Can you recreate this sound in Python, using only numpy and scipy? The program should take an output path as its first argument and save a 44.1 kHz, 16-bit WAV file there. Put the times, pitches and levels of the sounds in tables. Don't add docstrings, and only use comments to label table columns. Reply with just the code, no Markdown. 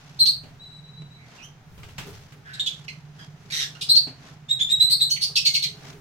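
import sys
import numpy as np
from scipy import signal
from scipy.fft import rfft, irfft, next_fast_len
from scipy.io import wavfile

SR = 44100
rng = np.random.default_rng(int(sys.argv[2]) if len(sys.argv) > 2 else 0)


def digitize_waveform(pressure):
    field = np.atleast_2d(pressure).T
    bounded = np.clip(field, -1, 1)
    quanta = np.round(bounded * 32767).astype(np.int16)
    wavfile.write(sys.argv[1], SR, quanta)


N = 264908
TIME = np.arange(N) / SR
CUTOFF_HZ = 15900


def from_db(db):
    return 10 ** (np.asarray(db) / 20)


def rms_one(x):
    return x / np.sqrt(np.mean(x ** 2) + 1e-20)


def pan(db):
    return from_db([[db / 2], [-db / 2]])


def at_hz(points, hz):
    f, db = np.transpose(points)
    return np.interp(np.log(np.maximum(hz, 1)), np.log(f), db)


def progress(length):
    return np.linspace(0, 1, int(length * SR))


def phase_of(hz):
    return 2 * np.pi * np.cumsum(hz) / SR


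def add(out, start, sound):
    i = max(round(start * SR), 0)
    out[:, i:i + sound.shape[1]] += sound[:, :N - i]


def wobble(hz, size):
    lowpass = signal.butter(2, min(hz, SR / 3), fs=SR, output="sos")
    run_in = SR // 10
    white = rng.standard_normal(run_in + max(size, SR // 4))
    return rms_one(signal.sosfilt(lowpass, white)[run_in:][:size])


def noise(spectrum, size=N):
    padded = next_fast_len(max(size, SR // 4))
    hz = np.arange(padded // 2 + 1) * SR / padded
    alike = 0.91 / (1 + (hz / 850) ** 2)
    mid, side = rfft(rng.standard_normal((2, padded)))
    stereo = np.sqrt(1 + alike) * mid + np.sqrt(1 - alike) * side * [[1], [-1]]
    return rms_one(irfft(stereo * from_db(at_hz(spectrum, hz)), padded)[:, :size])


def swelling(steady_db, rows):
    swells = (from_db(db) * np.exp(-((TIME - middle) / width) ** 2) for middle, width, db in rows)
    return np.sqrt(from_db(steady_db) ** 2 + sum(swell ** 2 for swell in swells))


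# f/Hz, level/dB
RUMBLE_EQ = [(20, -6), (40, -7), (75, -3.5), (110, 3.5), (200, -21), (400, -41)]
AIR_EQ = [(130, -24), (230, 0.5), (340, -10), (430, -7.5), (530, -12), (680, -5), (1060, -9), (1540, -9),
          (4760, -19.5), (6500, -20.5), (15000, -65)]
DRONE_EQ = [(200, -24.5), (290, -5.5), (345, -17), (410, 2), (460, -11), (560, -24), (1000, -36)]
HISS_EQ = [(1500, -1), (3000, -0.5), (6000, -2), (9000, -16.5), (12000, -16), (16000, -38.5)]
# peak t/s, half width/s, level/dB
RUMBLE_SWELLS = [(.4, .25, -52.5), (1.82, 0.13, -44), (2.15, .14, -49), (4.82, .05, -49),
                 (6.0, 0.11, -50.5)]
DRONE_SWELLS = [(2.09, .035, -43.5), (2.37, 0.052, -57.5), (3.62, 0.32, -60.5), (5.93, 0.25, -52)]
# peak t/s, half width/s, hiss level/dB, air level/dB
HISS_SWELLS = [(0.05, 0.23, -55.5, -58), (1.37, 0.11, -54, -52.5), (2.11, 0.19, -51, -64),
               (2.75, 0.24, -53.5, -76), (3.22, .06, -53, -54.5), (3.7, 0.36, -55, -59),
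               (4.27, 0.086, -53.5, -52), (5.87, 0.094, -48, -48.5)]


def ambience(rumble_db=-57, air_db=-57, drone_db=-71, hiss_db=-77.5, grain_db=3):
    middle, width, hiss_peak_db, air_peak_db = np.transpose(HISS_SWELLS)
    grains = rms_one(noise(HISS_EQ) * from_db(grain_db * wobble(60, N)))
    hiss = grains * swelling(hiss_db, zip(middle, width, hiss_peak_db))
    air = noise(AIR_EQ) * swelling(air_db, zip(middle, width, air_peak_db))
    rumble = noise(RUMBLE_EQ) * swelling(rumble_db, RUMBLE_SWELLS)
    drone = noise(DRONE_EQ) * swelling(drone_db, DRONE_SWELLS)
    return rumble + air + drone + hiss


# t/s, firing rate/Hz, level/dB
ENGINE_RIDE = [(0, 19.65, -49), (2.4, 16.6, -53), (3.5, 16.45, -46), (5.3, 17.1, -49.5), (6.01, 17.6, -48)]
# f/Hz, bandwidth/Hz, relative level/dB
EXHAUST_MODES = [(144.8, 34.2, 0.5), (415.5, 27, -25.5)]
# peak t/s, half width/s, level/dB
ENGINE_SURGES = [(0.999, 0.081, -42.5), (2.598, 0.33, -54), (3.05, 0.41, -50.5)]


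def engine(uneven_db=2, pan_db=-3, churn=0.017):
    times, rates, levels = np.transpose(ENGINE_RIDE)
    firing_hz, db = np.interp(TIME, times, rates), np.interp(TIME, times, levels)
    firings = np.diff(np.floor(np.cumsum(firing_hz) / SR), prepend=0)
    drive = firings * from_db(uneven_db * rng.standard_normal(N)) + churn * rng.standard_normal(N)
    throb = np.zeros(N)
    for hz, width, mode_db in EXHAUST_MODES:
        b, a = signal.iirpeak(hz, hz / width, fs=SR)
        throb += from_db(mode_db) * rms_one(signal.lfilter(b, a, signal.lfilter(b, a, drive)))
    return throb * swelling(db, ENGINE_SURGES) * pan(pan_db)


# f/Hz, level/dB
BEAK_EQ = [(1200, 6.5), (2000, -10.5), (2700, -2), (4200, -3), (5500, 0), (6800, -10.5), (8000, -8.5),
           (9700, -14.5), (11200, -14), (12500, -6), (14000, -14.5), (16000, -22)]


def syrinx(pitch, rasp, overtone_db, flutter_hz=700, pitch_shake=0.058, split=0.089, gain_shake=0.34,
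           slope_db=-16, breath_db=-26, low_cut_hz=2650, low_cut_share=0.85):
    size = len(pitch)
    phase = phase_of(pitch * (1 + pitch_shake * rasp * wobble(flutter_hz, size)))
    tone = np.zeros(size)
    for k in range(1, 9):
        db = at_hz(BEAK_EQ, k * pitch) + slope_db * np.log2(k) + overtone_db * (k > 1)
        tone += from_db(db) * np.sin(k * phase) * (k * pitch < CUTOFF_HZ)
    growl = split * np.minimum(rasp, 1) * np.sin(phase / 2)
    strength = 1 + growl + gain_shake * rasp * wobble(2 * flutter_hz, size)
    breath = from_db(breath_db) * rasp * noise(BEAK_EQ, size)[0]
    corner_hz = min(low_cut_hz, low_cut_share * pitch.min())
    low_cut = signal.butter(6, corner_hz, "high", fs=SR, output="sos")
    return rms_one(signal.sosfilt(low_cut, rms_one(tone * strength) + breath))


def cage(call, pan_db, t60_s=0.26, walls_db=1, tail_db=3, gain_db=2.5, left_lag_s=0.00031):
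    t = TIME[:SR // 2]
    tail = rng.standard_normal((2, len(t))) * from_db(-60 * t / t60_s) * np.clip(t / 0.0057, 0, 1)
    walls = np.zeros((2, len(t)))
    for channel in walls:
        delays_s = rng.uniform(0.001, 0.018, size=8)
        channel[(delays_s * SR).astype(int)] = rng.standard_normal(len(delays_s))
    direct = np.pad(call, (0, len(t) - 1))
    out = np.array([np.roll(direct, round(left_lag_s * SR)), direct])
    for echoes, db in ((walls, walls_db), (tail, tail_db)):
        out += from_db(db) * direct.std() * rms_one(signal.fftconvolve(call[None], echoes, axes=1))
    out *= from_db(gain_db) * direct.std() / out.std(axis=1, keepdims=True)
    return out * pan(pan_db)


def note(pitch, rasp, db, attack, overtone_db, pan_db, buzz=0.093, buzz_hz=274, **throat):
    t = TIME[:len(pitch)]
    envelope = np.clip(t / attack, 0, 1) ** 1.1 * np.clip((1 - t / t[-1]) / 0.16, 0, 1)
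    pulse_hz = buzz_hz * (1 + 0.29 * wobble(110, len(t)))
    pulses = rms_one(np.exp(buzz * np.sin(phase_of(pulse_hz))))
    voice = syrinx(pitch, rasp, overtone_db, **throat)
    return cage(from_db(db) * envelope * pulses * voice, pan_db)


def settling_calls(rows, detune, attack_s, trill_hz=261.7, jitter=0.28, clear_rasp=0.057, **throat):
    out = np.zeros((2, N))
    for start, length, hz, db, onset_rasp, trill_start, trill_end, overtone_db, pan_db in rows:
        remaining = 1 - progress(length)
        unsettled = remaining ** 3.44
        trill = np.sin(phase_of(trill_hz * (1 + jitter * wobble(200, len(remaining)))))
        trill_depth = trill_end + (trill_start - trill_end) * unsettled
        pitch = hz * (1 + detune * remaining ** 2 + trill * trill_depth)
        rasp = clear_rasp + onset_rasp * unsettled
        add(out, start, note(pitch, rasp, db, attack_s, overtone_db, pan_db, **throat))
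    return out


# t/s, length/s, f/Hz, level/dB, onset rasp,
# start and end trill depth (shares of f), overtones/dB, pan L-R/dB
CHIRP_CUES = [(0.189, .043, 4118, -13.5, 0.25, 0.13, .003, 2.5, 2),
              (0.250, 0.048, 4252, -16, 1.8, .07, 0.056, 1.5, -2),
              (3.886, 0.04, 4160, -12.5, .3, 0.2, 0.006, 2.5, 2.5),
              (3.947, 0.034, 4313, -10.5, 1.5, 0.083, .06, -5, -1.5)]


def chirps():
    return settling_calls(CHIRP_CUES, detune=0.04, attack_s=0.014, pitch_shake=0.05, split=0.13,
                          breath_db=-35.5, slope_db=-15, buzz=0.099)


# t/s, thud level/dB, body level/dB, body f/Hz, click level/dB, main t60/s
KNOCK_CUES = [(0.434, -59, -51.5, 243, -55, 0.45), (1.019, -68, -43, 334, -46.5, 0.021),
              (1.777, -55.5, -53.5, 420, -54, 0.24), (1.831, -52.5, -56, 396, -45, 0.15),
              (1.886, -48, -58, 383, -49, 0.11), (1.981, -35, -56, 331, -33.5, 0.17),
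              (2.066, -44.5, -49, 412, -60, 0.36), (2.321, -49, -66, 396, -50.5, 0.11),
              (2.792, -62, -74, 400, -84, 0.017), (4.070, -52, -43, 252, -46, 0.19),
              (5.296, -78.5, -51, 402, -63, 0.19)]
# f/Hz, level/dB
THUD_EQ = [(30, -17), (70, 0), (170, 9), (300, -14), (600, -26)]
CLICK_EQ = [(400, -3.5), (1000, -1), (2700, 2.5), (4500, -5.5), (8000, -11.5), (15000, -62)]
# multiple of body f, level/dB
BODY_EQ = [(.35, -36), (.7, -61), (1, 28), (1.25, 12.5), (2.1, 10), (3.2, 11.5), (8, -36)]


def knocks(tail_db=-9):
    out, t = np.zeros((2, N)), TIME[:SR // 2]
    for start, thud_db, body_db, body_hz, click_db, t60 in KNOCK_CUES:
        body_eq = np.array(BODY_EQ) * [body_hz, 1]
        layers = (thud_db, THUD_EQ), (body_db, body_eq), (click_db, CLICK_EQ)
        hit = sum(from_db(db) * noise(eq, len(t)) for db, eq in layers)
        decay = from_db(-60 * t / t60) + from_db(tail_db - 60 * t / (3 * t60))
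        add(out, start, hit * np.clip(t / 0.0014, 0, 1) * decay)
    return out


# t/s, length/s, level/dB
WHISTLE_CUES = [(0.593, 0.087, -45.5), (0.713, 0.066, -48), (0.835, 0.065, -52), (0.955, 0.069, -52.5),
                (1.10, 0.071, -57)]


def whistle(hz=3880, arch=0.0228, ring_db=-4, ring_t60_s=0.48):
    out, t = np.zeros((2, N)), TIME[:SR // 2]
    for start, length, db in WHISTLE_CUES:
        pitch = hz * (1 + arch * np.sin(np.pi * progress(length)))
        pipe = note(pitch, rasp=0.088, db=db, attack=0.005, overtone_db=-2, pan_db=0,
                    buzz=0.035, slope_db=-19)
        tail = rng.standard_normal((2, len(t))) * from_db(-60 * t / ring_t60_s)
        ring = signal.fftconvolve(pipe, tail, axes=1)
        add(out, start, pipe)
        add(out, start, from_db(ring_db) * ring * np.linalg.norm(pipe) / np.linalg.norm(ring))
    return out


# t/s, length/s, attack/s, start f/Hz, end f/Hz, level/dB, rasp,
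# overtones/dB, pan L-R/dB
SQUAWK_CUES = [(1.124, 0.21, 0.088, 2200, 2090, -60, 0.17, -10, -3),
               (2.441, 0.18, 0.019, 1652, 1825, -46.5, 1.5, -9, -2),
               (3.187, 0.037, 0.0034, 1637, 1674, -47, 0.24, 8, -4),
               (3.501, 0.012, 0.0018, 2260, 2070, -34.5, 1.6, 5, -3),
               (3.513, 0.14, 0.01, 1970, 1670, -28, 1.6, 11, -2),
               (3.746, 0.017, 0.0078, 1395, 1500, -44.5, 0.6, 15.5, -8.5)]


def squawks():
    out = np.zeros((2, N))
    for start, length, attack, start_hz, end_hz, db, rasp, overtone_db, pan_db in SQUAWK_CUES:
        pitch = start_hz + (end_hz - start_hz) * progress(length) ** 6
        add(out, start, note(pitch, rasp, db, attack, overtone_db, pan_db, buzz=1.0, buzz_hz=139.2,
                             pitch_shake=0.039, split=0.25, slope_db=-9.5, breath_db=-22.5))
    return out


# t/s, length/s, attack/s, start f/Hz, end f/Hz, level/dB, rasp, overtones/dB, pan L-R/dB
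CHIP_CUES = [(1.38, 0.039, .005, 2816, 2430, -51, .6, -13, -11),
             (1.421, .037, 0.007, 2770, 3300, -45.5, 0.24, 17, -4),
             (2.532, 0.015, 0.004, 3980, 3620, -36.5, 1.3, 9, -1.5),
             (2.596, 0.007, 0.001, 3450, 3920, -18, 0.41, 6, -3),
             (2.661, 0.014, 0.0013, 3800, 3104, -21, 0.98, 6, -5),
             (3.809, 0.024, 0.0026, 3930, 4060, -28, 2.7, 7.5, -0.5),
             (5.094, 0.0252, 0.021, 2910, 3153, -23, 0.84, 26.5, -1),
             (5.106, 0.023, 0.0051, 4380, 4375, -18.5, 0.27, 3.5, -2),
             (5.207, 0.0382, 0.015, 4427, 4515, -20, 1.07, 8.5, -2.5)]


def chips():
    out = np.zeros((2, N))
    for start, length, attack, start_hz, end_hz, db, rasp, overtone_db, pan_db in CHIP_CUES:
        pitch = start_hz + (end_hz - start_hz) * progress(length)
        add(out, start, note(pitch, rasp, db, attack, overtone_db, pan_db))
    return out


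# t/s, length/s, hold/s, upper f/Hz, lower f/Hz, mid-note level/dB, rasp,
# overtones after the break/dB, pan L-R/dB
CHATTER_CUES = [(2.88, 0.016, 0.0025, 3150, 2066, -30.5, 0.56, -0.5, -4.5),
                (5.16, 0.014, 0.0033, 3900, 1970, -32, 0.78, -16, -6),
                (5.354, 0.03, 0.01, 4480, 2583, -17.5, 1.13, 10, -2),
                (5.448, .038, .012, 4400, 2150, -16, 0.9, 19.5, -2),
                (5.536, 0.036, 0.013, 4200, 2225, -19.5, 0.62, 13.5, 0),
                (5.622, 0.031, 0.017, 4150, 2070, -22.5, 0.96, 14, -1.5)]


def chatter(upper_overtone_db=2, clearing=0.28, break_s=0.002, attack_s=0.0054, fade_db=9):
    out = np.zeros((2, N))
    for start, length, hold, upper_hz, lower_hz, db, rasp, overtone_db, pan_db in CHATTER_CUES:
        elapsed = progress(length)
        dropped = 0.5 + 0.5 * np.tanh((length * elapsed - hold) / break_s)
        pitch = upper_hz + (lower_hz - upper_hz) * dropped
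        overtones = upper_overtone_db + (overtone_db - upper_overtone_db) * dropped
        fading_db = db + fade_db * (0.5 - elapsed)
        add(out, start, note(pitch, rasp * (1 - clearing * dropped), fading_db, attack_s, overtones,
                             pan_db, pitch_shake=0.0625, breath_db=-24, slope_db=-14, low_cut_share=1.13))
    return out


# t/s, length/s, final f/Hz, level/dB, onset rasp,
# start and end trill depth (shares of f), overtones/dB, pan L-R/dB
PEEP_CUES = [(4.484, 0.045, 3812, -18.5, 1.03, .02, .005, 6.5, -4),
             (4.590, 0.039, 3560, -17, 1.55, .05, .012, 5, -0.5),
             (4.686, 0.05, 3840, -16.5, 1.15, 0.027, .005, 8, -2.5),
             (4.794, 0.0424, 4017, -11, 0.41, 0.017, 0.0085, 3.5, -3),
             (4.891, 0.045, 4290, -14.5, 1.05, 0, 0.074, 9.5, 1),
             (4.996, 0.035, 4040, -13, 0.72, 0.0064, 0.059, 6.5, 0)]


def peeps():
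    return settling_calls(PEEP_CUES, detune=-0.067, attack_s=0.026, pitch_shake=0.022, split=0.23,
                          breath_db=-44, low_cut_hz=1770)


def scene():
    birds = chirps() + peeps() + chips() + chatter() + squawks() + whistle()
    return birds + knocks() + engine() + ambience()


def record(dry, ceiling=0.93):
    rounded = dry / (1 + (dry / ceiling) ** 8) ** (1 / 8)
    return signal.sosfilt(signal.ellip(10, 0.1, 80, CUTOFF_HZ, fs=SR, output="sos"), rounded)


dry = scene()
out = record(dry)
digitize_waveform(out)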